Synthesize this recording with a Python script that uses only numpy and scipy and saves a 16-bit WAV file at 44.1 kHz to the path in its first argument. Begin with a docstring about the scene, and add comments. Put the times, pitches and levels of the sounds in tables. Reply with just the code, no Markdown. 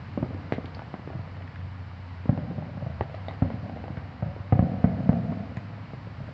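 """Beside a road at night: firework shells burst far off, heard through one small microphone.
Each burst arrives as an N-shaped pressure wave with its ground bounce, rasps and scatters off nearby trees,
comes back as an echo and rolls on over the land. Weaker cracks and dull thuds are N-waves too; stars pop at
random, and short noise bursts tick sharply or rustle on after cracks.
Under it lie shaped noise for the traffic rumble and tyre hiss, and wavering tones for three engines."""
import sys
import numpy as np
from scipy import signal
from scipy.fft import rfft, irfft, next_fast_len
from scipy.io import wavfile
from scipy.ndimage import map_coordinates

SR = 44100
rng = np.random.default_rng(int(sys.argv[2]) if len(sys.argv) > 2 else 0)


def wav_record(signal):
    """Record a signal, one row per channel, as 16-bit PCM in the file named by sys.argv[1]."""
    frames = np.transpose(np.atleast_2d(signal))
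    bounded = np.clip(frames, -1, 1)
    # unit amplitude maps onto the largest positive 16-bit level
    quanta = np.round(bounded * 32767).astype(np.int16)
    wavfile.write(sys.argv[1], SR, quanta)


N = 279277  # samples

# Far traffic rumble before its swell: frequency_hz, density_db (power per Hz)
RUMBLE_SPECTRUM = [(20, -49.5), (45, -56), (75, -54.5), (110, -58.5), (160, -60.5), (200, -69.5),
                   (260, -65.5), (400, -85), (800, -110)]
# Swell of the far traffic: time_s, gain_db
RUMBLE_SWELL = [(0, -4.5), (1.5, -8), (2.8, -9), (3.3, -7.5), (4.4, -9), (5.2, -1.5), (5.8, -9), (6.33, -3)]
# Tyre hiss before its swell: frequency_hz, density_db (power per Hz)
TYRE_SPECTRUM = [(200, -100), (420, -85.5), (650, -82.5), (950, -81), (1300, -84.5), (1700, -87.5),
                 (2200, -91), (2600, -94.5), (2950, -96), (3400, -101), (4200, -100), (5000, -100.5),
                 (6400, -111), (7700, -114)]
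# Swell of the tyre hiss: time_s, gain_db
TYRE_SWELL = [(0, 1.3), (1.1, 0.3), (1.6, -0.1), (2.8, -0.1), (3.3, 1.3), (4.2, -0.3), (5, 0.6),
              (6.33, 0.35)]
# Nearer car, which holds its speed, then pulls away: time_s, firing_hz, level_db (before waver and throb)
NEAR_ENGINE = [(0, 90.46, -42.5), (.7, 89.45, -45), (2.1, 91.2, -38), (2.6, 92.4, -44.5),
               (3.05, 95.8, -42.5), (4.5, 98.06, -44.5), (6.33, 104.7, -49)]
# Second car, passing at a nearly steady speed: time_s, firing_hz, level_db (before waver and throb)
PASSING_ENGINE = [(0, 78.93, -59), (2.2, 77.9, -60.5), (2.9, 78.76, -47), (4.6, 78.4, -44.5),
                  (6.33, 74.1, -67.5)]
# Fainter, higher engine that comes and goes: time_s, firing_hz, level_db (before waver and throb)
FAR_ENGINE = [(1.1, 118, -64), (1.9, 118.2, -50), (3, 118.4, -68), (3.6, 119.6, -68)]
THROB_DB = 2.4  # spread of an engine's strength

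# Colour of a long path over the ground: frequency_hz, width_hz, gain_db (in full for long waves only)
PATH_COLOUR = [(279, 240, 6.5), (449.5, 556, -22.5), (608, 478, 25), (1730, 340, 2)]
GROUND_HZ = 1720  # low-pass corner of the ground bounce
AIR_HZ = 4760     # low-pass corner for the shortest waves; long ones get down to half of it

# Short rasp of a shock front off the leaves: frequency_hz, gain_db
RASP_COLOUR = [(400, -27.5), (800, -5), (1200, -2), (1950, -4.5), (2600, -3.5), (5000, -10.5)]
RASP_T60_S, SHELL_RASP_DB, CRACK_RASP_DB = 0.022, -3, -7
# Scatter from leaves and poles, mostly highs: frequency_hz, gain_db
SCATTER_COLOUR = [(100, -6.5), (400, -4), (900, -5.5), (1700, -1.5), (3500, -3), (6500, -3)]
SCATTER_T60_S, SCATTER_DB = 0.12, -5
# Roll sent back by the land: frequency_hz, gain_db
ROLL_COLOUR = [(40, -22), (90, -7), (170, 2.5), (260, -0.5), (380, -3), (500, 5), (600, 1), (740, 5),
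               (950, -10), (2000, 3), (5000, -9.5)]
ROLL_T60_S, ROLL_DB, ROLL_ONSET_S, ROLL_LUMPS_DB = 1.89, -4.5, 0.022, 2.5

# Short noise bursts, sharp ticks and longer rustling tails after cracks:
# start_s, level_db (at the start), pitch_hz, width_hz (of one filter pass), t60_s
NOISE_BURSTS = [(.524, -40, 3680, 1500, 0.013), (0.532, -43, 1650, 1600, 0.11),
                (.546, -54, 3500, 1800, 0.034), (0.657, -41, 2660, 1500, 0.011),
                (.658, -41, 3750, 700, 0.012), (0.748, -39.5, 4630, 500, 0.015),
                (0.746, -44, 2050, 1500, 0.019), (1.421, -41.5, 1930, 793, 0.022),
                (1.558, -38, 1629, 810, 0.018), (3.148, -47.5, 3602, 1450, 0.014),
                (3.284, -36, 3720, 400, 0.012), (3.282, -38.5, 4500, 400, .008),
                (3.3104, -41, 1306, 1190, 0.0088), (3.284, -33, 2000, 350, 0.012),
                (1.476, -41, 1800, 910, 0.018), (1.9, -49, 1150, 250, 0.11),
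                (3.97, -44.5, 1540, 989, 0.076), (5.323, -37.5, 1000, 300, 0.041),
                (5.569, -45, 6870, 1212, 0.0082), (5.57, -41, 1790, 1211, 0.029),
                (5.571, -38.5, 1005, 300, 0.035)]
# Strength of the crackling stars, around which each star varies: time_s, level_db
STAR_LEVEL = [(0, -36), (1.2, -28.5), (2, -55), (3.3, -24), (4.5, -41.5), (6.33, -36)]
STARS_PER_S = 8.8

# Cracks and dull thuds, one of them the low body of a louder crack:
# start_s, level_db, wave_length_ms, bounce_lag_ms
CRACKS_AND_THUDS = [(.259, -16.5, 2.14, 2.2), (0.307, -17.5, 2.3, 1.5), (0.346, -18.5, 2.2, 2.8),
                    (.644, -17, 2.3, 2.64), (0.793, -17, 0.63, 3.3), (0.8199, -21.5, 0.83, 1.2),
                    (1.075, -15.5, 1.8, 2.36), (1.1025, -19.5, 1.03, 2.7), (1.1514, -11, 5.6, 6.2),
                    (1.192, -19, 2.6, 1.36), (2.2564, -14.5, 2.1, 4.2), (2.376, -14.5, 1.07, 2.73),
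                    (2.511, -16.5, 1.86, 2.46), (2.624, -21, 1.06, 1.1), (2.773, -15, 3.8, 5),
                    (2.8241, -11.5, 3.7, 1.6), (3.0105, -8.5, 3.34, 2.44), (3.1465, -20.5, 0.91, 1.5),
                    (3.2835, -13.5, 0.99, 1.35), (3.3098, -20, 0.91, 0.86), (3.338, -25, 0.99, 2.5),
                    (3.5027, -15.5, 0.95, 1.9), (3.6965, -15.5, 1.4, 1.03), (3.763, -19.5, 1.44, 3.6),
                    (3.8403, -17, 1.1, 2.5), (3.8807, -21.5, 0.94, 1.2), (3.903, -17.5, 3, 0.52),
                    (3.9734, -13, 4.1, 1.8), (4.364, -19, 1.67, 2.3), (4.401, -22, 4.9, 0.55),
                    (5.1296, -10.5, 1.46, 1.5), (5.321, -10.5, 2.75, 4.5), (5.5707, -13, 4.3, 5.3),
                    (5.935, -14.5, 2.5, 1.74), (6.071, -19.5, 2.2, 1.8), (6.2033, -20, 3.4, 1.44)]
CRACK_REAR_DB = -6.5  # rear shock against the front one; stars use it too
# Two dulling corners in cycles per wave length: longer waves are duller and have a rounder front
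CRACK_CORNER_CYCLES, CRACK_FRONT_CYCLES, CRACK_BOUNCE_SHARE = 0.3, 11, 0.54
# Far, weak bursts sound wetter: the roll follows only a share of the direct level
CRACK_ROLL_DB, ROLL_FOLLOWS = -13.5, 0.3

# Dull thuds of the big booms off far slopes and buildings: start_s, level_db (before dulling)
LATE_ECHOES = [(2.388, -13.5), (2.433, -16), (2.463, -26), (3.539, -14), (4.638, -10), (4.693, -13),
               (4.717, -14), (4.739, -10), (4.943, -17), (5.003, -10), (5.056, -14), (5.118, -6.5),
               (5.158, -18), (5.195, -13), (5.232, -16), (5.271, -17), (5.346, -21.5), (5.371, -13.5),
               (5.412, -20), (5.455, -26), (5.52, -25), (5.62, -23), (5.7, -25), (6.279, -22)]
ECHO_HZ = 900  # low-pass corner of echoes

# Shells: start_s, level_db, wave_length_ms, dulling_corner_hz, front_rounding_corner_hz,
# rear_against_front_db, bounce_lag_ms, bounce_share (0-1), echo_lag_ms, echo_db, roll_db
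SHELLS = [(0.1753, -2, 1.87, 104, 1400, -11, 3.64, 0.56, 12, -25, -8),
          (0.2273, -5.5, 3.22, 169, 3500, 0, 2.53, 0.32, 11, -14, -6.5),
          (.5229, 5.5, 0.92, 113, 14000, -13.5, 0.4, 0.7, 21, -30, -13),
          (0.5824, .5, 1.73, 54.6, 1190, -6.5, 4.2, 0.5, 12, -19, -9),
          (0.9406, -12.5, 1.46, 266.4, 4630, -9.5, .85, 0.64, 54, -7.5, -10),
          (2.292, 5.5, 3.66, 56, 4000, -2, 1.32, 0.13, 35, -11, -0.5),
          (2.582, -15.5, 5.2, 186, 3000, 0, 1.2, 0.1, 43, -16, 3),
          (2.863, -20.5, 5.8, 400, 3930, 0.5, 1.55, 0.7, 34, -5, -3.5),
          (3.0095, 11, 1.04, 55, 13940, -5.5, 2.2, 0.18, 24, -22, -16.5),
          (3.4213, 5, 3.81, 56, 13800, 2.3, 2.88, 0.31, 30, -11.5, -0.5),
          (4.2244, -15.2, 5.37, 318, 14100, -0.5, 1.37, .43, 37, -5.5, -0.5),
          (4.524, 0.7, 4, 170, 13900, -1.5, 2.28, 0.58, 31, -11, 0),
          (4.592, .8, 5.46, 101, 14350, -9, 4, 0.37, 33, -5.5, -1.5),
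          (4.8419, 2.5, 4.6, 114.4, 14200, -3, 4, 0.65, 51, -12, 1),
          (5.092, 4, 4.4, 77.5, 13700, -7, 3.94, 0.43, 46, -9, -1)]

# Microphone's uneven treble: frequency_hz, width_hz, gain_db
MIC_TREBLE = [(2120, 1100, 3), (2940, 240, 2), (3400, 730, 0), (4200, 1800, 3.5), (6720, 4100, -7.5)]
MIC_BASS_HZ, MIC_DAMPING = 108.3, 0.71  # bass resonance and its damping (1/Q)
MIC_LOW_HZ, MIC_TOP_HZ = 40, 7650       # high-pass and low-pass corners


def from_db(db):
    """Decibels to an amplitude factor."""
    return 10 ** (np.asarray(db) / 20)


def rms_one(x):
    """Scale a signal to an rms of 1."""
    return x / np.sqrt(np.mean(x ** 2) + 1e-20)


def in_time(rows):
    """The columns of a curve, sample by sample."""
    time_s, *columns = np.transpose(rows)
    return [np.interp(np.arange(N) / SR, time_s, column) for column in columns]


def add(out, start_s, sound):
    """Mix a sound in at a time."""
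    at = int(np.clip(round(start_s * SR), 0, N - 1))
    out[at:at + len(sound)] += sound[:N - at]


def drift(rate_hz, size=N):
    """Slow random movement with rms 1: a smooth curve through random knots."""
    knots = rng.standard_normal(size)[:int(size / SR * rate_hz) + 2]
    position = np.arange(size) / SR * rate_hz
    return rms_one(map_coordinates(knots, [position], order=3, mode="nearest"))


def dulled(x, corner_hz):
    """One-pole low-pass."""
    return signal.lfilter(*signal.butter(1, min(corner_hz, 0.45 * SR), fs=SR), x)


def bell(x, hz, width_hz, gain_db):
    """Lift or sink one band with a resonant filter."""
    centre = 2 * SR * np.tan(np.pi * hz / SR)  # keeps the centre in place through the bilinear step
    half_gain = from_db(gain_db / 2)
    width = centre * width_hz / hz
    top = [1, width * half_gain, centre * centre]
    bottom = [1, width / half_gain, centre * centre]
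    return signal.lfilter(*signal.bilinear(top, bottom, SR), x)


def coloured(x, spectrum):
    """Shape a noise by frequency and dB points, joined over log frequency."""
    hz, db = np.transpose(spectrum)
    size = next_fast_len(len(x) + SR // 10)
    bins = np.maximum(np.fft.rfftfreq(size, 1 / SR), 1)
    gain = from_db(np.interp(np.log(bins), np.log(hz), db))
    return irfft(rfft(x, size) * gain, size)[:len(x)]


def noise(spectrum):
    """Steady random noise with a given power per Hz."""
    return coloured(rng.standard_normal(N), spectrum) * np.sqrt(SR / 2)


def traffic():
    """Far rumble and the even hiss of tyres: two shaped noises that swell slowly."""
    rumble_db, = in_time(RUMBLE_SWELL)
    tyre_db, = in_time(TYRE_SWELL)
    rumble = from_db(rumble_db) * noise(RUMBLE_SPECTRUM)
    return rumble + from_db(tyre_db) * noise(TYRE_SPECTRUM)


def engine(track, waver=0.0148, octave_db=-22):
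    """An exhaust note at the firing rate, wavering in pitch and strength, with a weak octave."""
    firing_hz, level_db = in_time(track)
    phase = 2 * np.pi * np.cumsum(firing_hz * (1 + waver * drift(11))) / SR
    note = np.sin(phase) + from_db(octave_db) * np.sin(2 * phase)
    return from_db(level_db + THROB_DB * drift(11)) * rms_one(note)


def echoes(t60_s, onset_s, per_s, lumps_db, size=2 * SR):
    """Many reflections in clumps that build up, then die away; total energy 1."""
    t = np.arange(size) / SR
    strengths = rng.standard_normal(size) * from_db(lumps_db * drift(45, size=size))
    arrives = rng.random(size) < per_s / SR
    fade = from_db(-60 * t / t60_s) * (1 - np.exp(-(t / onset_s) ** 2))
    train = strengths * arrives * fade
    return train / np.sqrt(np.sum(train ** 2) + 1e-20)


def roll(wave):
    """What the land sends back of a sound, by a fresh set of paths each time."""
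    paths = echoes(ROLL_T60_S, ROLL_ONSET_S, per_s=2400, lumps_db=ROLL_LUMPS_DB)
    return from_db(ROLL_DB) * signal.fftconvolve(wave, coloured(paths, ROLL_COLOUR))[:N]


def scatter(wave):
    """The quick return from trees and poles, with fresh random paths each time."""
    paths = echoes(SCATTER_T60_S, onset_s=0.0065, per_s=3700, lumps_db=-1.0, size=SR // 2)
    return from_db(SCATTER_DB) * signal.fftconvolve(wave, coloured(paths, SCATTER_COLOUR))[:N]


def rasp(wave):
    """What the leaves send back of a shock front within a few hundredths of a second."""
    paths = echoes(RASP_T60_S, onset_s=0.0018, per_s=2100, lumps_db=-2.0, size=SR // 10)
    return signal.fftconvolve(wave, coloured(paths, RASP_COLOUR))


def blast(length_ms, corner_hz, rear_db, bounce_ms, bounce_share, size=2048):
    """An N-wave: pressure jumps up, falls through zero and jumps back; distance dulls it, the ground repeats it."""
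    ms = np.arange(size) * 1000 / SR
    phase = np.minimum(ms / length_ms, 1)
    # the slope of this arch is the N; its tilt sets the rear shock against the front one
    arch = phase * (1 - phase) * from_db(rear_db * (phase - 0.5))
    wave = dulled(np.diff(arch, prepend=0) * length_ms / ms[1], corner_hz)
    bounce = np.interp(ms - bounce_ms, ms, wave, left=0)
    wave = wave + bounce_share * dulled(bounce, GROUND_HZ)
    # a wave stretches as it travels: the longer it is, the more ground and air have coloured it
    reach = min(length_ms / 3.9, 1)
    for hz, width_hz, gain_db in PATH_COLOUR:
        wave = bell(wave, hz, width_hz, gain_db * reach)
    air_hz = min(AIR_HZ / (1 + reach), 0.45 * SR)
    return signal.sosfilt(signal.butter(3, air_hz, fs=SR, output="sos"), wave)


def noise_bursts():
    """Decaying noise through one resonance each: brief ones tick sharply, longer ones rustle on after cracks."""
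    out, t = np.zeros(N), np.arange(SR // 10) / SR
    for start_s, level_db, pitch_hz, width_hz, t60_s in NOISE_BURSTS:
        b, a = signal.iirpeak(pitch_hz, max(pitch_hz / width_hz, 1), fs=SR)
        once = signal.lfilter(b, a, rng.standard_normal(len(t)))
        grain = rms_one(signal.lfilter(b, a, once))
        add(out, start_s, from_db(level_db - 60 * t / t60_s) * grain)
    return out


def stars(typical_ms=0.85, corner_hz=700):
    """Tiny charges pop at random, each a short blast wave of random length and level."""
    level_db, = in_time(STAR_LEVEL)
    out, chance = np.zeros(N), rng.random(N)
    sizes = rng.uniform(-0.84, 1, (N, 2))  # one column for length, one for level
    for i in np.flatnonzero(chance < STARS_PER_S / SR):
        length_ms = typical_ms * np.exp(0.75 * sizes[i, 0])
        wave = blast(length_ms, corner_hz, CRACK_REAR_DB, bounce_ms=1.5, bounce_share=0.7)
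        add(out, i / SR, from_db(level_db[i] + 4 * sizes[i, 1]) * wave)
    return out


def cracks_and_thuds():
    """N-waves with a faint rasp and roll: short ones crack, long ones thud, one as the low body of a louder crack."""
    direct, sent = np.zeros(N), np.zeros(N)
    for start_s, level_db, length_ms, bounce_ms in CRACKS_AND_THUDS:
        wave_hz = 1000 / length_ms
        corner_hz = CRACK_CORNER_CYCLES * wave_hz
        wave = blast(length_ms, corner_hz, CRACK_REAR_DB, bounce_ms, CRACK_BOUNCE_SHARE)
        wave = dulled(wave, CRACK_FRONT_CYCLES * wave_hz)
        add(direct, start_s, from_db(level_db) * wave)
        add(sent, start_s, from_db(CRACK_ROLL_DB + ROLL_FOLLOWS * level_db) * wave)
    return direct + from_db(CRACK_RASP_DB) * rasp(direct)[:N] + roll(sent)


def late_echoes():
    """Single dull returns that stand out of the roll, all copies of one long blast wave."""
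    out = np.zeros(N)
    wave = blast(length_ms=3.4, corner_hz=101, rear_db=2, bounce_ms=4.5, bounce_share=0.26)
    for start_s, level_db in LATE_ECHOES:
        add(out, start_s, from_db(level_db) * wave)
    return dulled(out, ECHO_HZ)


def shells():
    """Each shell arrives directly, rasps and scatters in the trees, echoes once and rolls over the land."""
    out = np.zeros(N)
    for (start_s, level_db, length_ms, corner_hz, front_hz, rear_db,
         bounce_ms, bounce_share, echo_ms, echo_db, roll_db) in SHELLS:
        wave = from_db(level_db) * blast(length_ms, corner_hz, rear_db, bounce_ms, bounce_share)
        wave = dulled(dulled(wave, front_hz), front_hz)
        add(out, start_s, wave)
        add(out, start_s, from_db(SHELL_RASP_DB) * rasp(wave))
        add(out, start_s, scatter(wave))
        add(out, start_s + echo_ms / 1000, from_db(echo_db) * dulled(wave, ECHO_HZ))
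        add(out, start_s, from_db(roll_db) * roll(wave))
    return out


def scene():
    """Road noise, the weaker bursts with their scatter off the trees, and the shells, in one channel."""
    road = traffic() + engine(NEAR_ENGINE) + engine(PASSING_ENGINE) + engine(FAR_ENGINE)
    weaker = late_echoes() + cracks_and_thuds() + stars() + noise_bursts()
    return (road + weaker + scatter(weaker) + shells())[None]


def record(dry):
    """The small microphone loses deep bass, so each blast swings back once more; uneven treble, top cut."""
    w = 2 * np.pi * MIC_BASS_HZ
    bass_loss = signal.bilinear([1, 0, 0], [1, MIC_DAMPING * w, w * w], SR)
    heard = signal.lfilter(*bass_loss, dry)
    heard = signal.sosfilt(signal.butter(2, MIC_LOW_HZ, "high", fs=SR, output="sos"), heard)
    for hz, width_hz, gain_db in MIC_TREBLE:
        heard = bell(heard, hz, width_hz, gain_db)
    # steep low-pass: 0.3 dB ripple, 70 dB down above the corner
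    return signal.sosfilt(signal.ellip(8, 0.3, 70, MIC_TOP_HZ, fs=SR, output="sos"), heard)


dry = scene()
out = record(dry)
wav_record(out)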